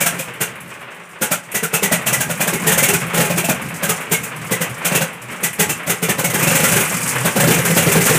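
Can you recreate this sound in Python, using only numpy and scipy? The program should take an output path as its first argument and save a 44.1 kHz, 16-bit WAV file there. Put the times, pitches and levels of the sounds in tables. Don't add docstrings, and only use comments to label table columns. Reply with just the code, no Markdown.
import sys
import numpy as np
from scipy import signal
from scipy.io import wavfile
from scipy.ndimage import uniform_filter1d

SR = 44100
rng = np.random.default_rng(int(sys.argv[2]) if len(sys.argv) > 2 else 0)


def transcribe(u):
    v = np.clip(np.atleast_2d(u).T, -1, 1)
    q = np.round(v * 32767).astype(np.int16)
    wavfile.write(sys.argv[1], SR, q)


N = 360738

# pitch_hz, fade_s
YARD_FADE = [(150, 0.23), (1500, 0.26), (8000, 0.2), (15000, 0.1)]
# time_s, share_of_full_speed
CRANK_SPEED = [(0, 0.42), (.6, 0.28), (1.08, 0.23), (1.48, 0.25), (2.45, 0.57), (3.08, 0.52), (3.7, 0.48),
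               (4.05, 0.37), (4.5, 0.42), (5.35, 0.37), (6.2, 0.38), (6.79, 0.94), (6.87, .75),
               (7.17, 0.73), (7.33, .47), (7.7, 0.77), (8.18, 0.84)]
# pitch_hz, relative_level_db
PUMPING_TONE = [(30, -51), (80, -10), (122, -3), (220, -2), (330, -10), (900, -32)]
RATTLE_TONE = [(70, -54.5), (170, -4), (300, -3), (470, 1), (575, 2), (720, -2), (1100, 2.5), (1750, 1.5),
               (2400, 2), (3100, -6.5), (4200, -20), (8000, -36.5)]
AIR_TONE = [(3000, -18), (5000, -3.5), (8300, 5), (12000, -6.5), (15300, -6)]
CLACK_TONE = [(500, -54), (1100, -10), (2400, 7), (4400, -21), (8400, -1.5), (11000, 0.5), (15300, -10)]
JET_TONE = [(2000, -30.5), (3200, -28), (4500, -19), (6400, -4), (8500, -2), (11500, -6.5), (13500, -5.5),
            (15300, -5)]
BARK_TONE = [(90, -62), (300, -13.5), (750, -2.5), (1150, -7), (1550, -2), (2750, -2), (3500, -6.5),
             (4600, -17), (8000, -45)]
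THUMP_TONE = [(20, -49), (50, -44.5), (90, -12.5), (160, 4.5), (300, -6.5), (700, -22.5)]
# start_s, level_db
SEPARATE_VALVE_CLACKS = [(0.603, -34), (1.106, -58), (1.515, -26), (4.007, -31), (5.529, -26), (5.829, -38)]
# pitch_hz, width_hz, relative_level_db
STUB_NOTES = [(846, 5, 18), (1401, 140, 6), (1600, 13, 5.5), (1973, 21, 5.5), (2360, 130, 0),
              (2756, 33, -5)]
# start_s, crack_db, body_db, honk_hz, ring_hz
SINGLE_POPS = [(0.0, -13, -22.5, 570, 2330), (0.056, -10.5, -22, 685, 1580),
               (0.183, -22.5, -27.5, 527, 2470), (0.402, -15.5, -23.5, 420, 1460),
               (1.212, -14, -21.5, 492, 1430), (1.309, -13, -20.5, 610, 1390),
               (1.54, -14.5, -25.5, 424, 1960), (1.626, -16.5, -22, 450, 1420),
               (1.731, -12, -20.5, 460, 2610), (1.824, -11.5, -18.5, 405, 1970),
               (1.915, -11.0, -16, 621, 1923), (2.058, -13.0, -24, 650, 2640),
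               (2.124, -10, -23.5, 543, 1990), (2.2, -14.0, -26, 630, 1600),
               (2.294, -21.0, -21.5, 565, 1460), (2.401, -14, -21.5, 590, 2410),
               (2.469, -15.5, -20, 574, 1580), (2.528, -19.5, -19.5, 378, 2160),
               (3.299, -22.5, -17.0, 567, 2490), (3.372, -14.5, -18.5, 359, 2370),
               (3.438, -19, -22, 685, 2630), (3.488, -14, -14.5, 611.7, 2434),
               (3.825, -17.5, -22, 577, 1630), (3.887, -12.5, -20, 423, 1248),
               (4.111, -11.0, -19, 410, 2170), (4.225, -25.0, -49, 685, 2455),
               (4.509, -16.5, -18.5, 447, 1999), (4.606, -17.5, -22, 528.7, 1966),
               (4.843, -13, -26, 585, 1393), (4.915, -22, -20, 567, 2667), (4.946, -10.5, -17.5, 460, 2620),
               (5.01, -17.5, -18, 542.8, 1540), (5.427, -13, -26, 434.2, 1980),
               (5.59, -9.5, -17.0, 430, 1963), (5.688, -16, -27, 331, 2660), (5.865, -22, -25.5, 582, 2021),
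               (5.892, -12, -21, 457, 2000), (6.02, -17.0, -21, 435, 2317), (6.087, -13, -18, 435, 1800),
               (6.183, -18, -20.5, 530, 1090), (6.238, -13, -20, 570, 2201),
               (7.246, -15, -16.5, 574.5, 1067), (7.358, -19.0, -15, 536, 1560),
               (7.645, -14, -22.5, 416, 1580), (7.701, -19.5, -16, 500, 2010),
               (7.766, -8, -12, 552.2, 2767)]
# start_s, end_s, firings_per_s, crack_db, body_db
FIRING_RUNS = [(2.665, 2.96, 18.96, -11, -15), (3.131, 3.273, 28, -14.5, -16.5),
               (6.296, 6.82, 23.8, -13.5, -18.5), (7.4, 7.585, 28.4, -12.5, -17),
               (7.817, 8.184, 21.4, -13.5, -16)]


def gain_of(db):
    return 10 ** (np.asarray(db) / 20)


def evened(x):
    return x / np.sqrt(np.mean(x ** 2) + 1e-20)


def look_up(table, hz):
    pitches, values = np.transpose(table)
    return np.interp(np.log(hz + 1), np.log(pitches + 1), values)


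def add(mix, start_s, sound):
    part = mix[max(round(start_s * SR), 0):][:len(sound)]
    part += sound[:len(part)]


def tone_filter(tone, size=4096):
    log_gain = np.log(gain_of(look_up(tone, abs(np.fft.fftfreq(size, 1 / SR)))))
    return np.fft.ifft(np.exp(np.conj(signal.hilbert(log_gain)))).real[:size // 2]


def colour(x, taps):
    return signal.oaconvolve(x, taps)[:len(x)]


def resonate(x, hz, width_hz):
    fade = np.exp(-np.pi * width_hz / SR)
    return 2 * signal.lfilter([1 - fade], [1, -fade * np.exp(2j * np.pi * hz / SR)], x).real


def wander(per_s):
    steps = rng.standard_normal(N // 32)
    return evened(np.interp(np.arange(N) / SR * per_s, np.arange(len(steps)), steps))


def puff(t, rise_s, decay_s, emptying=1.58):
    swell = np.sin(np.pi / 2 * np.minimum(t / rise_s, 1)) ** 2
    return swell * np.exp(-(np.maximum(t - rise_s, 0) / decay_s) ** emptying)


def sized(x, flow, db):
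    return gain_of(db) * x * np.linalg.norm(flow) / (np.linalg.norm(x) + 1e-12)


def crank_speed():
    return np.interp(np.arange(N) / SR, *np.transpose(CRANK_SPEED))


def level_at(speed, full_db, halving_db):
    return full_db + halving_db * np.log2(speed)


def yard_echo(sound, delay_s=.018, echoes_per_s=3000):
    echoes = rng.choice([-1., 1.], SR // 2) * (rng.random(SR // 2) < echoes_per_s / SR)
    hz, t, spectrum = signal.stft(echoes, SR, nperseg=256)
    fade = gain_of(-60 * t / look_up(YARD_FADE, hz)[:, None])
    tail = signal.istft(spectrum * fade, SR)[1]
    out = np.zeros(N)
    add(out, delay_s, colour(sound, tail / np.linalg.norm(tail)))
    return out


def whistle(hz=9039, waver_hz=12, level_db=-56, peak_s=1.17, swell_s=.3):
    swell = np.exp(-((np.arange(N) / SR - peak_s) / swell_s) ** 2)
    cycles = np.cumsum(hz + waver_hz * wander(23)) / SR
    return gain_of(level_db) * swell * evened(np.sin(2 * np.pi * cycles))


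def pumping(hz=152, glide=0.19, width_hz=18, chuff_db=6.0, breath=0.31):
    pitch_hz = hz * np.exp(glide * np.tanh(wander(16)))
    spin = np.exp(2j * np.pi * np.cumsum(pitch_hz) / SR)
    air = rng.standard_normal(N)
    fade = np.exp(-np.pi * width_hz / SR)
    note = 2 * (spin * signal.lfilter([1 - fade], [1, -fade], air / spin)).real
    blown = colour(note + breath * air, tone_filter(PUMPING_TONE))
    blown /= np.sqrt(uniform_filter1d(blown ** 2, size=4000) + 1e-12)
    return evened(blown * gain_of(chuff_db * np.tanh(wander(25))))


def knocking(noise, tone, per_s, decay_s, share):
    hits = (rng.random(N) < per_s / SR) * rng.uniform(0.39, 1, N)
    knocks = evened(signal.lfilter([1], [1, -np.exp(-1 / (decay_s * SR))], hits))
    return evened(colour(noise * (1 - share + share * knocks), tone_filter(tone)))


def machinery(choke_speed=0.68):
    speed = crank_speed()
    gear_noise, air_noise = rng.standard_normal((2, N))
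    rattle = knocking(gear_noise, RATTLE_TONE, per_s=26, decay_s=0.028, share=0.46)
    rattle *= gain_of(level_at(speed, full_db=-20.5, halving_db=7.35))
    air = knocking(air_noise, AIR_TONE, per_s=28, decay_s=0.023, share=0.76)
    air *= gain_of(level_at(speed, full_db=-18, halving_db=16.2))
    flow = np.minimum(speed / choke_speed, 1)
    chuff = pumping() * gain_of(level_at(flow, full_db=-25, halving_db=13.5))
    return rattle + chuff + air


def valve_clacks(full_speed_per_s=29, scatter_db=0.5):
    out, t = np.zeros(N), np.arange(SR // 10) / SR
    steel, speed = tone_filter(CLACK_TONE), crank_speed()
    hit = puff(t, rise_s=0.0023, decay_s=0.026)
    bumps_passed = np.floor(.3 + np.cumsum(full_speed_per_s * speed) / SR)
    clack_db = level_at(speed, full_db=-17.5, halving_db=12.9)
    regular = [(at / SR, clack_db[at] - scatter_db * np.tanh(rng.standard_normal()))
               for at in np.flatnonzero(np.diff(bumps_passed))]
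    for start_s, db in SEPARATE_VALVE_CLACKS + regular:
        clack = colour(rng.standard_normal(len(t)) * hit, steel)
        add(out, start_s, sized(clack, hit, db))
    return out


def jet_crack(noise, flow, crackle, dulling=0.49):
    dull = uniform_filter1d(noise, size=3)
    hiss = dull + (noise - dull) * flow ** dulling
    return colour(hiss * flow * crackle, tone_filter(JET_TONE))


def stub_bark(blast, ring_hz, ring_db=10.5, others_db=-5.5):
    gas = colour(blast, tone_filter(BARK_TONE))
    shares = gain_of(others_db) * evened(rng.exponential(size=len(STUB_NOTES)))
    others = sum(share * gain_of(db) * resonate(gas, hz, width_hz)
                 for share, (hz, width_hz, db) in zip(shares, STUB_NOTES))
    return gas + others + gain_of(ring_db) * resonate(gas, ring_hz, width_hz=58)


def stub_honk(gas, hz, breath=0.26):
    rush = resonate(gas, hz, width_hz=290)
    return resonate(rush, hz, width_hz=38) + breath * rush


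def gas_thump(gas, hz=167, pitch_scatter=0.1, boom_db=6.0):
    push = colour(gas, tone_filter(THUMP_TONE))
    boom_hz = hz * np.exp(pitch_scatter * rng.standard_normal())
    return push + gain_of(boom_db) * resonate(push, boom_hz, width_hz=40)


def run_firings(edge_db=-3, jitter_s=.003, crack_scatter_db=3.1, body_scatter_db=3.5,
                honk_hz=456.5, honk_scatter=.13, ring_range_hz=(1410, 2710)):
    rows = []
    for start_s, end_s, per_s, crack_db, body_db in FIRING_RUNS:
        for time_s in np.arange(start_s, end_s, 1 / per_s):
            crack, body, pitch, late = rng.uniform(-0.95, 1, size=4) * np.sqrt(3)
            swell_db = edge_db * (2 * (time_s - start_s) / (end_s - start_s) - 1) ** 2
            rows.append((time_s + jitter_s * late,
                         crack_db + swell_db + crack_scatter_db * crack,
                         body_db + swell_db + body_scatter_db * body,
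                         honk_hz * np.exp(honk_scatter * pitch),
                         rng.uniform(*ring_range_hz)))
    return rows


def firings(lead_s=.007, crackle_db=0.56, warming_db_per_s=0.38):
    out, t = np.zeros(N), np.arange(SR // 4) / SR
    rows = sorted(SINGLE_POPS + run_firings())
    pauses = np.diff([row[0] for row in rows], prepend=-1)
    for pause_s, (start_s, crack_db, body_db, honk_hz, ring_hz) in zip(pauses, rows):
        stretch = np.interp(pause_s, [.065, .12], [.78, 1.02])
        rise_s = 0.014 * stretch
        jet_noise, bark_noise, honk_noise, thump_noise, swirls = rng.standard_normal((5, len(t)))
        crackle = gain_of(crackle_db * evened(uniform_filter1d(swirls, size=50)))

        jet_flow = puff(t, rise_s, decay_s=0.032 * stretch)
        add(out, start_s, sized(jet_crack(jet_noise, jet_flow, crackle), jet_flow, crack_db))

        flow = puff(t, rise_s, decay_s=0.034 * stretch)
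        bark = stub_bark(bark_noise * flow * crackle, ring_hz)
        bark_db = crack_db + 0.23 * (body_db - crack_db) - 2
        add(out, start_s, sized(bark, flow, bark_db))

        honk = stub_honk(honk_noise * puff(t, rise_s, decay_s=0.022), honk_hz)
        add(out, start_s - lead_s, sized(honk, flow, body_db - 1.67))

        thump = gas_thump(thump_noise * puff(t, rise_s, decay_s=0.019))
        thump_db = body_db - 1.24 + warming_db_per_s * start_s
        add(out, start_s - lead_s, sized(thump, flow, thump_db))
    return out


def scene(echo_db=-12):
    engine = machinery() + whistle() + firings() + valve_clacks()
    return (engine + gain_of(echo_db) * yard_echo(engine))[None]


def record(dry, ceiling=0.5, low_cut_hz=32, high_cut_hz=15350):
    dry = signal.sosfilt(signal.butter(2, low_cut_hz, "high", fs=SR, output="sos"), dry)
    rounded = dry / (1 + (dry / ceiling) ** 4) ** (1 / 4)
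    treble_cut = signal.firwin(1023, high_cut_hz, window=("kaiser", 9), fs=SR)
    return signal.oaconvolve(rounded, treble_cut[None], "same")


dry = scene()
out = record(dry)
transcribe(out)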